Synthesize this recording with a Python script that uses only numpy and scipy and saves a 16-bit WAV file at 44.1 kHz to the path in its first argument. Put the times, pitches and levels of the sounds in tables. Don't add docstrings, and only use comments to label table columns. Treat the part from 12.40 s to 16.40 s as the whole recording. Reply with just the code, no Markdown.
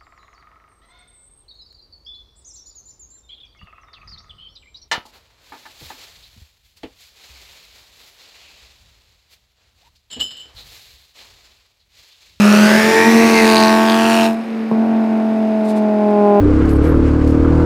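import sys
import numpy as np
from scipy import signal
from scipy.fft import rfft, irfft, next_fast_len
from scipy.io import wavfile

SR = 44100
rng = np.random.default_rng(int(sys.argv[2]) if len(sys.argv) > 2 else 0)


def to_wav(s):
    ch = np.atleast_2d(s).T
    pcm = np.round(np.clip(ch, -1, 1) * 32767)
    wavfile.write(sys.argv[1], SR, pcm.astype(np.int16))


N = 176400
TIME = np.arange(N) / SR
EASE_OFF_S = 1.95

# time in seconds, firings per second.
FIRING_RATE = [(0, 206), (0.25, 211.6), (0.5, 221), (0.7, 227), (0.84, 227.6), (1.05, 221.6), (1.25, 219),
               (1.5, 222.5), (1.7, 226), (1.9, 224), (2.02, 226.4), (2.3, 221.3), (2.48, 224.2),
               (2.68, 221), (3, 219), (3.5, 212.1), (4, 203.3)]
# puff strength in dB at full throttle, the same at part throttle,
# travel time through its pipe in seconds.
CYLINDER_PUFFS = [(-4, 2, 0), (3, -0.5, 0.00071), (-8.5, -3.5, 0), (0, -0.5, 0.00082), (3, -1.5, 0.00063)]


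def engine():
    cycles = np.cumsum(in_time(FIRING_RATE)[0]) / SR
    count = np.arange(1, int(cycles[-1]))
    jitter_s = 0.000012 * rng.standard_normal(N)[count]
    fired_at = np.interp(count - 0.047, cycles, TIME) + jitter_s
    full_db, part_db, travel_s = np.array(CYLINDER_PUFFS)[count % len(CYLINDER_PUFFS)].T
    puff_db = np.where(fired_at > EASE_OFF_S, part_db, full_db)
    return cycles, fired_at, fired_at + travel_s, puff_db


# time in seconds, then the levels of harmonics 1 to 5 in dB.
DRONE_LEVELS = [(0, -9, -30, -28, -36, -38), (0.33, -11, -29, -20, -28, -37),
                (0.48, -18, -19, -27, -23, -38), (0.56, -29, -13, -30, -20, -34),
                (0.66, -12, -18, -24, -17, -31), (0.74, -12, -18, -29, -28, -29),
                (0.82, -8, -15, -21, -26, -28), (0.88, -13, -19, -25, -26, -24),
                (1.02, -15, -15, -23, -23, -27), (1.25, -14, -23, -18, -17, -21),
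                (1.52, -15, -28, -20, -24, -28), (1.87, -15, -28, -17, -25, -40),
                (1.96, -20, -40, -30, -49, -49), (2.05, -27, -42, -44, -51, -56),
                (2.2, -20, -32, -46, -49, -54), (2.305, -22, -37, -49, -54, -51),
                (2.32, -15, -31, -30, -38, -40), (2.55, -14, -33, -27, -36, -48),
                (2.7, -16, -32, -28, -37, -48), (3.1, -16, -30, -23, -38, -50),
                (3.55, -16, -24, -21, -29, -41), (3.85, -15, -14, -18, -20, -27),
                (4, -16, -13, -15, -18, -26)]
DRONE_TOP_DB = [-12.5, -19]
# time in seconds, typical swing in dB.
DRONE_SWING = [(0, 1.6), (1.05, 1.6), (1.3, 0.9), (4, 0.6)]


def drone(cycles):
    swing_db, = in_time(DRONE_SWING)
    levels = in_time(DRONE_LEVELS)
    levels += [levels[-1] + db for db in DRONE_TOP_DB]
    tone = 0
    for k, db in enumerate(levels, 1):
        phase = k * cycles - 0.054 * k * k
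        tone += from_db(db + swing_db * drift(per_s=27.98)) * np.cos(2 * np.pi * phase)
    return -np.sqrt(2) * tone


# time in seconds, level in dB.
BURBLE_LEVEL = [(0, -36), (.45, -25), (.6, -19), (.8, -21.5), (1.25, -19), (1.55, -21.5), (1.87, -22.5),
                (2.03, -39.5), (2.3, -39.5), (2.36, -24.5), (2.55, -25.5), (3.2, -28.5), (4, -23.5)]
# frequency in Hz, relative level in dB.
PIPE_FULL_TONE = [(40, -55), (90, -38.5), (135, -13.5), (180, -30), (265, -16), (320, 4.5), (365, 3),
                  (490, -15.5), (580, -10), (780, -3), (980, -4.5), (1150, -12.5), (1500, -14.5),
                  (2500, -30.5)]
# frequency in Hz, relative level in dB.
PIPE_EASED_TONE = [(15, -76), (40, -55), (90, -35.5), (135, -9.5), (180, -15.5), (270, 1), (320, 3),
                   (400, -3.5), (490, -18), (580, -3), (740, -1), (850, -8.5), (1000, -14), (1200, -24.5),
                   (1420, -13.5), (2500, -60)]


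def burble(times, puff_db):
    sizes = puff_sizes(puff_db, spread_db=0.4)
    eased = times > EASE_OFF_S
    ringing = 0
    for during, pipe in ((~eased, PIPE_FULL_TONE), (eased, PIPE_EASED_TONE)):
        uneven = sizes[during].mean() - sizes[during]
        share = during.mean()
        ringing += np.sqrt(share) * coloured(clicks(times[during], uneven), pipe)
    return loudness(BURBLE_LEVEL) * ringing


# time in seconds, level in dB.
BRASS_LEVEL = [(0, -26), (.8, -27), (1.05, -23), (1.22, -22), (1.4, -23), (1.58, -25), (1.74, -24.5),
               (1.87, -31.5), (1.94, -44), (2.3, -60.5), (2.5, -42.5), (3.4, -52.5), (4, -39.5)]
# frequency in Hz, relative level in dB.
BRASS_TONE = [(100, -54.5), (700, -20.5), (1000, -5.5), (1200, 1.5), (1380, 3.5), (1600, 4), (1850, 2.5),
              (2150, -9), (2500, -1.5), (3000, -8.5), (4500, -19), (9000, -34.5)]


def brass(times, puff_db):
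    fronts = clicks(times, -puff_sizes(puff_db, spread_db=0.45))
    return loudness(BRASS_LEVEL) * coloured(fronts, BRASS_TONE)


# time in seconds, level in dB.
SPIT_LEVEL = [(0, -27.5), (.85, -35.5), (1.0, -24.5), (1.13, -22), (1.3, -29), (1.42, -38), (1.6, -31),
              (1.74, -26), (1.86, -34.5), (1.91, -48), (2.3, -65), (2.85, -56), (4, -56.5)]
# frequency in Hz, relative level in dB.
SPIT_TONE = [(100, -46), (900, -11), (1600, -4.5), (2700, 0), (3400, -1), (5000, -2), (6000, -9),
             (8000, -9), (10000, -10), (12000, -21), (15500, -20)]
# time in seconds, centre frequency in Hz, level in dB.
TAILPIPE_RING = [(.8, 5610, -39), (.98, 5000, -30), (1.08, 4770, -51), (1.135, 4500, -41),
                 (1.16, 4322, -21.5), (1.28, 4470, -28), (1.4, 4220, -46), (1.5, 3800, -28.5),
                 (1.62, 2904, -33), (1.75, 2990, -34), (1.86, 3170, -29), (1.92, 3110, -54)]


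def rasp(times, puff_db):
    cracks = clicks(times, puff_sizes(1.4 * puff_db, spread_db=1.1))
    fade_s = 0.0013
    bursts = signal.lfilter([1], [1, -np.exp(-1 / (fade_s * SR))], cracks)
    spit = bursts * rng.standard_normal(N)
    ring_hz, ring_db = in_time(TAILPIPE_RING)
    ring = resonance(rms_one(cracks) + from_db(-2) * rms_one(spit), ring_hz, width_hz=1600)
    return loudness(SPIT_LEVEL) * coloured(spit, SPIT_TONE) + from_db(ring_db) * ring


# frequency in Hz, relative level in dB.
BARK_TONE = [(20, -67.5), (80, -39), (150, 2), (200, 8), (290, -10), (400, 6), (520, 1), (680, -3),
             (900, -1), (1100, -6), (1400, -45), (4000, -53)]


def bark(times, start_s=2.312, fade_s=0.02):
    after = times[times > start_s]
    sizes = np.exp(-(after - start_s) / fade_s) * rng.uniform(0, 2, N)[:len(after)]
    burst = coloured(clicks(after, -sizes), BARK_TONE)
    share = fade_s * SR / N
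    return from_db(-17.5) * np.sqrt(share) * burst


# time in seconds, base frequency in Hz, base level in dB.
HOWL_PATH = [(0, 1287, -27), (.18, 1366, -22), (.4, 1715, -17.5), (.5, 1776, -22.5), (.6, 1834, -15.5),
             (.74, 1970, -24), (.84, 2002, -23), (.92, 2160, -35), (.97, 2150, -17.5), (1.04, 1950, -22),
             (1.15, 1720, -31.5), (1.6, 1630, -65)]
# multiple of the base frequency, dB added to the base level.
HOWL_RESONANCES = [(1, 1), (1.24, -4), (2.05, -19.5), (2.75, -18.5)]


def howl(times, puff_db):
    hz, db = in_time(HOWL_PATH)
    pulses = rms_one(clicks(times, from_db(puff_db / 2)))
    air = from_db(-6) * rng.standard_normal(N)
    return sum(from_db(db + added_db) * resonance(pulses + air, hz * ratio, width_hz=220 * ratio)
               for ratio, added_db in HOWL_RESONANCES)


# time in seconds, level in dB.
GROWL_LEVEL = [(0, -20.5), (.35, -19), (.6, -26.5), (.8, -41), (1.1, -40)]
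# frequency in Hz, relative level in dB.
GROWL_TONE = [(20, -61), (100, -42), (180, 0.5), (260, -24), (350, -3.5), (400, 6), (480, -15.5),
              (580, 0.5), (640, -5.5), (720, -13), (900, -10), (1200, -11.5), (2000, -37.5)]


def growl(times, puff_db):
    sizes = puff_sizes(puff_db, spread_db=2.0)
    gulps = clicks(times, sizes - sizes.mean())
    return loudness(GROWL_LEVEL) * coloured(gulps, GROWL_TONE)


# time in seconds, level in dB.
TYRE_LEVEL = [(0, -23), (.25, -18.5), (.45, -19), (.65, -20.5), (.9, -19), (1.15, -24), (1.5, -26),
              (1.85, -24), (1.95, -50), (4, -50.5)]
# frequency in Hz, relative level in dB.
TYRE_TONE = [(20, -27), (60, -19.5), (130, -5.5), (250, -3), (400, 0), (750, 2.5), (1150, 0.5),
             (1700, -6.5), (2600, 3), (3300, -10.5), (4500, -6.5), (6000, -9), (7500, -15), (10000, -17.5),
             (14000, -21.5), (16000, -29.5)]


def tyres():
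    return loudness(TYRE_LEVEL) * noise(TYRE_TONE)


# time in seconds, delay in seconds.
REFLECTION_DELAY = [(0, 0.00079), (.3, 0.0006), (.6, 0.00054), (1, .00046), (1.2, 0.000464),
                    (1.6, 0.000664), (1.9, 0.00076), (4, 0.0008)]


def with_reflection(direct, strength=0.42):
    late = np.interp(TIME - in_time(REFLECTION_DELAY)[0], TIME, direct)
    return (direct + strength * late) / np.hypot(1, strength)


# frequency in Hz, relative level in dB.
TRAFFIC_TONE = [(25, -33), (70, -26), (130, -6.5), (300, 2.5), (600, 0.5), (950, -4), (1300, -8),
                (2400, -10.5), (3200, -23), (4800, -24.5), (7000, -43.5), (9500, -41.5), (15000, -50)]


def traffic():
    return from_db(-33) * noise(TRAFFIC_TONE)


# time in seconds, level in dB before random gusts are added.
WIND_LEVEL = [(0, -54), (.4, -47), (.55, -56), (.85, -41), (1.15, -36), (1.5, -57), (1.85, -60), (2, -52),
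              (4, -78)]
# frequency in Hz, relative level in dB.
WIND_TONE = [(20, -3), (45, 0), (100, -13), (200, 11), (800, -58)]


def wind():
    gust_db = 3 * drift(per_s=15)
    return loudness(WIND_LEVEL) * from_db(gust_db) * noise(WIND_TONE)


# time of the peak in seconds, half length in seconds, peak level in dB.
RUSTLE_SWELLS = [(3.255, .012, -48), (3.3, .025, -41.5), (3.375, 0.016, -43.5)]
# frequency in Hz, relative level in dB.
RUSTLE_TONE = [(1500, -34), (3700, 5), (6000, -3), (9000, -1), (14000, -12), (16000, -27)]


def rustle():
    swells = sum(from_db(db) * np.exp(-((TIME - s) / half) ** 2) for s, half, db in RUSTLE_SWELLS)
    return swells * noise(RUSTLE_TONE)


def from_db(db):
    return 10 ** (np.asarray(db) / 20)


def in_time(rows):
    seconds, *columns = np.transpose(rows)
    return [np.interp(TIME, seconds, column) for column in columns]


def loudness(rows):
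    return from_db(in_time(rows)[0])


def rms_one(x):
    return x / np.sqrt(np.mean(x ** 2) + 1e-20)


def coloured(x, tone):
    size = next_fast_len(N + SR // 2, True) // 2 * 2
    hz, db = np.transpose(tone)
    grid_hz = np.maximum(np.arange(size // 2 + 1) * SR / size, 1)
    gains = from_db(np.interp(np.log(grid_hz), np.log(hz), db))
    cepstrum = irfft(np.log(gains))
    cepstrum[1:size // 2] *= 2
    cepstrum[size // 2 + 1:] = 0
    response = np.exp(rfft(cepstrum))
    return rms_one(irfft(rfft(x, size) * response)[:N])


def noise(tone):
    return coloured(rng.standard_normal(N), tone)


def drift(per_s):
    return rms_one(np.interp(TIME * per_s, np.arange(N), rng.standard_normal(N)))


def puff_sizes(db, spread_db):
    return from_db(db + spread_db * rng.standard_normal(N)[:len(db)])


def clicks(times, sizes):
    out, at = np.zeros(N), np.clip(times * SR, 0, N - 2)
    i = at.astype(int)
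    np.add.at(out, i, sizes * (1 - at + i))
    np.add.at(out, i + 1, sizes * (at - i))
    return out


def resonance(x, hz, width_hz, block=128):
    out, state = np.zeros(N), np.zeros(4)
    radius = np.exp(-np.pi * width_hz / SR)
    trim_ends = [1, 0.052, -1.95, 0.044, 0.79]
    for i in range(0, N, block):
        ring = [1, -2 * radius * np.cos(2 * np.pi * hz[i] / SR), radius * radius]
        ring_twice = np.convolve(ring, ring)
        out[i:i + block], state = signal.lfilter(trim_ends, ring_twice, x[i:i + block], zi=state)
    return rms_one(out)


def scene():
    cycles, fired_at, exits_at, puff_db = engine()
    exhaust = drone(cycles) + burble(fired_at, puff_db) + brass(exits_at, puff_db) + bark(fired_at)
    front = growl(fired_at, puff_db) + howl(exits_at, puff_db)
    hiss = with_reflection(rasp(exits_at, puff_db) + tyres())
    roadside = wind() + traffic() + rustle()
    return (exhaust + front + hiss + roadside)[None]


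def record(dry):
    rounded = dry / (1 + dry ** 8) ** (1 / 8)
    treble_cut = signal.cheby2(16, 70, 16250, fs=SR, output="sos")
    return signal.sosfilt(treble_cut, rounded)


dry = scene()
out = record(dry)
to_wav(out)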